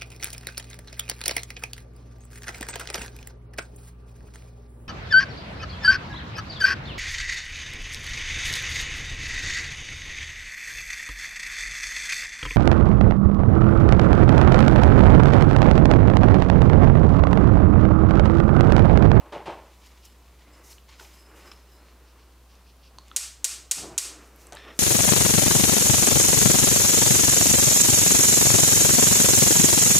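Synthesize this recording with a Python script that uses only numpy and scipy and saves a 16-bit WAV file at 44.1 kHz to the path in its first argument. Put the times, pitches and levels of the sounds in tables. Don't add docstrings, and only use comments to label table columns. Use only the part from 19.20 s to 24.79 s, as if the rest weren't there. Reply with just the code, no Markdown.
import sys
import numpy as np
from scipy import signal
from scipy.fft import rfft, irfft
from scipy.io import wavfile

SR = 44100
rng = np.random.default_rng(int(sys.argv[2]) if len(sys.argv) > 2 else 0)


def file_out(sig):
    cols = np.atleast_2d(sig).T
    lim = np.clip(cols, -1, 1)
    pcm = np.round(lim * 32767).astype(np.int16)
    wavfile.write(sys.argv[1], SR, pcm)


def linear_from_db(decibels):
    return 10 ** (np.asarray(decibels, float) / 20)


N = 246519


def rms_one(x):
    return x / np.sqrt(np.mean(x ** 2) + 1e-20)


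def at_hz(points, hz):
    points_hz, points_db = np.transpose(points)
    return np.interp(np.log(hz), np.log(points_hz), points_db, left=-90, right=-90)


def drift(rate_hz):
    r = np.exp(-80 * np.pi * rate_hz / SR)
    white = rng.standard_normal(N // 40 + 2002)
    slow = rms_one(signal.lfilter([1], [1, -2 * r, r * r], white)[2000:])
    return np.interp(np.arange(N) / 40, np.arange(len(slow)), slow)


def coloured(x, spectrum):
    hz = np.maximum(np.fft.rfftfreq(len(x), 1 / SR), 1)
    return rms_one(irfft(rfft(x) * linear_from_db(at_hz(spectrum, hz)), len(x)))


def band_noise(low_hz, high_hz):
    sos = signal.butter(2, [low_hz, high_hz], "band", fs=SR, output="sos")
    return rms_one(signal.sosfilt(sos, rng.standard_normal(N)))


def grains(per_s, spread_db):
    sizes = linear_from_db(spread_db * np.minimum(rng.exponential(1, N), 4)) * rng.choice([-1, 1], N)
    return sizes * (rng.random(N) < per_s / SR) + 1e-18


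def resonate(x, modes):
    out = 0
    for k, (hz, width_hz, level_db) in enumerate(modes):
        r = np.exp(-np.pi * width_hz / SR)
        a = [1, -2 * r * np.cos(2 * np.pi * hz / SR), r * r]
        gain = (-1) ** k * linear_from_db(level_db) * (1 - r * r)
        out = out + gain * signal.lfilter([1, 0, -1], a, x)
    return rms_one(out)


def ring(hz, t60_s, size=2000):
    t = np.arange(size) / SR
    return np.sin(2 * np.pi * hz * t) * linear_from_db(-60 * t / t60_s)


def swell(start_s, level_db, rise_s, hold_s, fade_s):
    t, power = np.arange(0, N + 32, 32) / SR, 1e-20
    for s, db, rise, hold, fade in np.broadcast(start_s, level_db, rise_s, hold_s, fade_s):
        away = np.maximum((s - t) / max(rise, .001), (t - s - hold) / max(fade, .001))
        power = power + linear_from_db(db - 20 * np.clip(away, 0, 6)) ** 2
    return np.interp(np.arange(N) / SR, t, np.sqrt(power))


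def reverberation(size=30000):
    # hz, t60_s
    kitchen = [(250, 0.1), (1300, 0.46), (3500, 0.45), (9000, 0.32), (15000, 0.29)]
    kitchen_hz, kitchen_t60_s = np.transpose(kitchen)
    t, out = np.arange(size) / SR, 0
    edges_hz = 150 * 2 ** np.arange(0, 7.1, .5)
    white = rng.standard_normal((2, size))
    for k, (low, high) in enumerate(zip(edges_hz, edges_hz[1:])):
        band = signal.sosfilt(signal.butter(2, [low, high], "band", fs=SR, output="sos"), white[k % 2])
        t60_s = np.interp(np.log(low * high) / 2, np.log(kitchen_hz), kitchen_t60_s)
        out = out + band * linear_from_db(-60 * t / max(t60_s, .05))
    return out / np.sqrt(np.sum(out ** 2))


def background():
    # hz, db_per_hz
    air_colour = [(41, -34), (70, -5), (88, -19), (113, -11.5), (529, -20.5), (1100, -20.5), (1810, -31.5),
                  (4190, -28.5), (6750, -36.5), (14900, -39.5), (16000, -37)]
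    stir_colour = [(88, -46), (150, -12.5), (254, -10), (306, -1), (658, -9), (756, -13), (1140, -8.5),
                   (2580, -16.5), (3000, -19.5), (3900, -70), (6600, -120)]
    # time_s, level_db
    stir_levels = [(0.5, -60), (0.812, -65.5), (1.14, -58), (1.9, -59.5), (2.2, -53.5), (2.41, -59.5),
                   (2.86, -62), (3.11, -65.5), (3.76, -61), (4.1, -65.5), (4.5, -57.5), (4.85, -53.5),
                   (5.35, -56), (5.456, -52), (5.59, -57)]
    t = np.arange(N) / SR
    hum = np.sqrt(2) * linear_from_db(-54) * np.cos(2 * np.pi * 60.022 * t - 1.45)
    air = linear_from_db(-61.0) * coloured(rng.standard_normal(N), air_colour)
    restless = rng.standard_normal(N) * linear_from_db(3.1 * drift(3.9))
    stir = linear_from_db(np.interp(t, *np.transpose(stir_levels))) * coloured(restless, stir_colour)
    return hum + air + linear_from_db(-1.33) * stir + linear_from_db(-73) * band_noise(25, 90)


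def bumps():
    # start_s, hold_s, body_db, edge_re_body_db
    hits = [
        (0.0, .05, -49, -12),
        (0.057, .01, -48.5, -10.5),
        (0.124, .015, -37, -6.5),
        (0.146, 0.016, -36, -31),
        (0.258, .01, -39.5, -4),
        (0.269, .02, -32.5, -12.5),
        (1.807, 0.0035, -48, -6),
        (5.325, 0.019, -44.5, 0),
        (5.361, 0.0055, -55, 7),
    ]
    # hz, width_hz, level_db
    wood_modes = [(352, 10.3, -1.5), (581, 30, 13.5), (890, 160, 3), (1092, 22, 7)]
    # hz, db_per_hz
    thud_colour = [(41, -41), (70, -7), (271, -11), (322, -1.5), (866, -7), (1150, -14.5), (3000, -19.5),
                   (3900, -49), (6600, -120)]
    edge_colour = [(710, -35), (1200, 1.5), (1890, -6), (2440, -10), (3070, -6), (3360, -7), (10000, -28.5),
                   (13000, -64), (22000, -120)]
    attack_s, body_fade_s, edge_fade_s = 0.0033, 0.15, 0.13
    heavy_db, light_fade_share = -42, 0.43
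    s, hold_s, body_db, edge_db = np.transpose(hits)
    lasting = np.where(body_db > heavy_db, 1, light_fade_share)
    body = swell(s, body_db, attack_s, hold_s, lasting * body_fade_s)
    edge = swell(s, body_db + edge_db, attack_s, 0.13 * hold_s, lasting * edge_fade_s)
    shake = grains(1500, spread_db=-0.5)
    wood = linear_from_db(-4.0) * resonate(shake, wood_modes) + linear_from_db(-5) * coloured(shake, thud_colour)
    rattle = coloured(grains(8000, spread_db=3.5), edge_colour)
    return body * wood + linear_from_db(-1.5) * edge * rattle


def fingers():
    # peak_s, fade_s (per 20 dB), crunch_db, dust_re_crunch_db
    strokes = [(0.6, 1.4, -61.5, -8), (0.664, 0.05, -61, 3), (0.854, 0.02, -56.5, 7), (1.15, .3, -65, -19),
               (1.24, .15, -63, -19), (1.513, 0.09, -56.5, 5.5), (1.95, 0.2, -60, -4),
               (2.32, -0.1081, -36.5, -11), (2.27, 0.23, -54.5, -9), (2.544, 6, -73, 0),
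               (3.16, -0.06, -64.5, -10), (3.34, 0.06, -69, -10), (3.655, -0.07, -60, 3),
               (3.778, -0.2, -66, -16.5), (3.926, 0.26, -56.5, -15), (5.06, 0.2, -66, 4),
               (5.22, .15, -64, 7), (5.37, -0.4, -63, -23), (5.49, -0.02, -46, -23),
               (5.58, 0.14, -66.5, 10)]
    digs = [
        (1.338, 0.22, -70, 0),
        (1.443, 0.065, -65.5, 9),
        (1.689, 0.11, -51, -20),
        (1.798, 0.15, -49, -6.5),
        (2.162, 0.1, -59.5, -2),
        (2.662, .1, -62.5, -23),
    ]
    # peak_s, fade_s (per 20 dB), ring_db
    drags = [
        (0.854, 0.1, -62),
        (1.35, 0.14, -66.5),
        (1.51, -0.5, -63),
        (1.84, 0.9, -75),
        (1.93, -0.05, -62),
        (2.0, 0.4, -63.5),
        (2.27, 0.08, -64),
        (2.32, -0.03, -63.5),
        (2.53, 0.1, -64),
    ]
    # hz, db_per_hz
    rub_colour = [(530, -26), (900, 2), (1440, -5.5), (2200, 1), (2970, -1), (3860, -3), (7010, -8.5),
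                  (9000, -23), (11700, -29), (19800, -120)]
    hiss_colour = [(3530, -12), (6000, 0.5), (7400, -3), (8720, -6), (10500, -7.5), (12500, -6.5),
                   (16000, -12)]
    # hz, width_hz, level_db
    bowl_modes = [(2930, 120, -7), (5120, 60, 0), (7290, 90, -9), (7680, 70, -7), (9230, 110, -9),
                  (10600, 130, -10), (12300, 160, -9), (14400, 160, -9)]
    rise_share = 0.65
    dig_rise_s, dig_hold_s = 0.017, .035

    s, fade_s, crunch_db, dust_db = np.transpose(strokes + digs)
    sudden = np.arange(len(s)) >= len(strokes)
    rise_s, hold_s = np.where(sudden, dig_rise_s, rise_share * fade_s), dig_hold_s * sudden
    rub = swell(s, crunch_db, rise_s, hold_s, fade_s)
    hiss = swell(s, crunch_db + dust_db, rise_s, hold_s, fade_s)
    s, fade_s, ring_db = np.transpose(drags)
    drag = swell(s, ring_db, rise_share * fade_s, 0.02, fade_s)
    bowl = drag + linear_from_db(-25) * rub

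    crunch = rub * coloured(grains(9000, spread_db=4.5) * linear_from_db(2.8 * drift(16.6)), rub_colour)
    dust = hiss * coloured(grains(14000, spread_db=1.0), hiss_colour)
    grit, ceramic = grains(3000, spread_db=3.5), 0
    for hz, width_hz, level_db in bowl_modes:
        mode_db = level_db - 0.25 * hz / 1000 + 3.0 * drift(15)
        ceramic = ceramic + linear_from_db(mode_db) * resonate(grit, [(hz, width_hz, level_db)])
    return linear_from_db(-1.57) * crunch + linear_from_db(0.3) * dust + linear_from_db(2.5) * rms_one(ceramic) * bowl


def sprinkles():
    # start_s, hold_s, level_db
    pinches = [
        (0.637, .04, -64),
        (0.838, 0.028, -59),
        (2.67, .04, -68.5),
        (2.865, 0.043, -66),
        (2.99, .04, -66),
        (3.3, 0.063, -65.5),
        (3.466, 0.036, -63),
        (3.636, 0.038, -60),
    ]
    # hz, width_hz, level_db
    hollow = [(2600, 900, 0), (5200, 1800, -1)]
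    s, hold_s, level_db = np.transpose(pinches)
    rustle = resonate(resonate(grains(9000, spread_db=2.5), hollow), hollow)
    return swell(s, level_db, 0.028, hold_s, 0.05) * rustle


def wall_pipe():
    gain = swell(1.15, -72, rise_s=0.22, hold_s=.33, fade_s=.15)
    return gain * resonate(rng.standard_normal(N), [(2050, 110, 0)])


def ticks():
    # start_s, peak_db, pitch_hz
    snaps = [(1.5105, -33, 7150), (1.6524, -56, 6470), (3.3284, -57, 10100), (3.354, -43, 6330),
             (3.8825, -35, 7200), (5.0748, -43, 9250), (5.1612, -40.5, 12800), (5.2695, -31.5, 7900),
             (5.3, -45, 6800), (5.3234, -24.5, 5900), (5.3316, -25, 7040), (5.3516, -28, 7700),
             (3.7855, -31.5, 6000)]
    clicks = [
        (1.5294, -41, 4200),
        (1.5828, -42.5, 2950),
        (1.701, -54, 4800),
        (2.685, -49.5, 2280),
        (3.7855, -34, 4340),
        (3.9145, -39, 3430),
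        (5.3702, -34, 3900),
        (2.278, -47, 2490),
        (2.3165, -43, 2960),
    ]
    knocks = [
        (1.797, -42, 1440),
        (2.277, -49, 1140),
        (2.317, -42.5, 1190),
        (3.785, -40.5, 1010),
        (3.915, -39.5, 1310),
        (5.323, -40, 720),
        (5.37, -42, 1710),
    ]
    tings = [
        (2.2774, -52, 5120),
        (2.3157, -39, 5170),
    ]
    out, n = np.zeros(N + 2000), np.arange(2000)
    rise = np.clip(n / 6, 0, 1)
    crack_db, crack_t60_s = -2.5, 0.0024
    grit = rng.standard_normal(2000) * linear_from_db(crack_db - 60 * n / SR / crack_t60_s)
    for rows, t60_s in [(snaps, .002), (clicks, .007), (knocks, .024), (tings, .03)]:
        for s, level_db, hz in rows:
            band_hz = [hz * 3 / 4, min(hz * 4 / 3, 16000)]
            crack = signal.lfilter(*signal.butter(2, band_hz, "band", fs=SR), grit)
            overtone = 0.21 * (hz > 2000) * ring(min(hz * 1.36, 15000), 0.0025)
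            tick = ring(hz, t60_s) + overtone + crack
            out[round(s * SR):][:2000] += linear_from_db(level_db + 2.7) * rise * tick
    return out[:N]


def squeak():
    # time_s, pitch_hz, level_db
    whine = [
        (2.45, 3800, -80),
        (2.53, 3950, -72),
        (2.64, 4200, -70),
        (2.77, 4280, -79),
    ]
    s, hz, level_db = np.transpose(whine)
    t = np.arange(N) / SR
    pitch_hz = np.interp(t, s, hz) + 40 * drift(120)
    tone = np.sin(2 * np.pi * np.cumsum(pitch_hz) / SR) * linear_from_db(2.0 * drift(30))
    return linear_from_db(np.interp(t, s, level_db, left=-120, right=-120)) * tone


def sparks(room):
    # start_s, peak_db
    firings = [
        (3.9624, -8.5),
        (4.2435, -7.5),
        (4.512, -7),
        (4.7788, -8),
    ]
    # delay_ms, level_db
    echo_rows = [(0, -7), (.3, 0), (.9, -5), (1.55, -1), (2.1, -8), (2.6, -8), (3.9, -5), (4.9, -5),
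                 (6.75, 3), (7.05, 3), (8.1, -3), (16.5, -7), (18.3, -8)]
    # hz, db_per_hz
    tail_colour = [(300, -18.5), (900, -17), (2000, -12), (3500, -9), (6000, -2.5), (8000, 1.5),
                   (11000, -8), (14500, -20.5), (16500, -24)]
    train, echoes = np.zeros(N), np.zeros(1000)
    for s, level_db in firings:
        train[round(s * SR)] = linear_from_db(level_db)
    for ms, level_db in echo_rows:
        echoes[round(ms * SR / 1000)] = linear_from_db(level_db)
    snap = ring(6900, .0022, size=400) + 0.49 * ring(8300, 0.0062, size=400)
    snap = snap + 0.074 * ring(13000, 0.003, size=400) + 0.033 * ring(4300, 0.00032, size=400)
    thin = signal.butter(2, 2200, "high", fs=SR, output="sos")
    near = linear_from_db(-1.5) * signal.sosfilt(thin, np.convolve(echoes, snap))
    n = np.arange(len(room))
    scatter = room * (1 + 0.94 * linear_from_db(-60 * n / SR / 0.089))
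    tail = coloured(np.r_[np.zeros(2000), scatter], tail_colour)[2000:] * np.clip(n / 40, 0, 1)
    return signal.fftconvolve(train, near)[:N] + linear_from_db(-25.5) * signal.fftconvolve(train, tail)[:N]


def gas_puff():
    # hz, db_per_hz
    puff_colour = [(150, -45), (250, -11), (332, 3.5), (549, -9), (668, -2.5), (1500, -17), (1950, -41),
                   (3300, -120)]
    sag_db, hold_s, fade_s = -3.5, .16, .06
    flame = swell(4.575, [0, sag_db], .02, [0, hold_s], [.15, fade_s]) * linear_from_db(2 * drift(16))
    boom = linear_from_db(-50) * band_noise(45, 260)
    flutter = linear_from_db(-45.5) * coloured(grains(1500, spread_db=0.5), puff_colour)
    return flame * (boom + flutter)


def pan_slide():
    # hz, width_hz, level_db
    pan_modes = [(1826, 75, 0), (2520, 500, -10), (3510, 230, -6), (4170, 130, -14), (5330, 390, -14)]
    gain = swell(5.375, -54.5, rise_s=0.022, hold_s=0.15, fade_s=0.074)
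    scrape = grains(3700, spread_db=2.0) * linear_from_db(2.4 * drift(24))
    return linear_from_db(3.0) * gain * resonate(scrape, pan_modes)


def scene():
    room = reverberation()
    small = ticks()
    mono = background() + bumps() + fingers() + sprinkles() + wall_pipe()
    mono = mono + small + linear_from_db(-10) * signal.fftconvolve(small, room)[:N]
    mono = mono + squeak() + sparks(room) + gas_puff() + pan_slide()
    return np.array([mono, mono])


def top_cut(x):
    return signal.sosfilt(signal.butter(12, 17020, fs=SR, output="sos"), x)


def record(dry):
    t = np.arange(N) / SR
    over_db = np.maximum(20 * np.log10(np.abs(dry[0]) + 1e-9) + 24, 0) * 0.53
    release_db_per_s, lag_s = 160, 0.0075
    held_db = np.maximum.accumulate(over_db + release_db_per_s * t) - release_db_per_s * t
    r = np.exp(-1 / (lag_s * SR))
    gain = linear_from_db(-signal.lfilter([1 - r], [1, -r], np.maximum(held_db, 0)))
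    hiss = linear_from_db(-65.5) * rng.standard_normal((2, N))
    ceiling = .55
    rounded = ceiling * np.tanh(gain * dry / ceiling)
    low_pass = signal.cheby2(12, 50, 16300, fs=SR, output="sos")
    return top_cut(signal.sosfilt(low_pass, rounded + hiss))


dry = scene()
out = record(dry)
file_out(out)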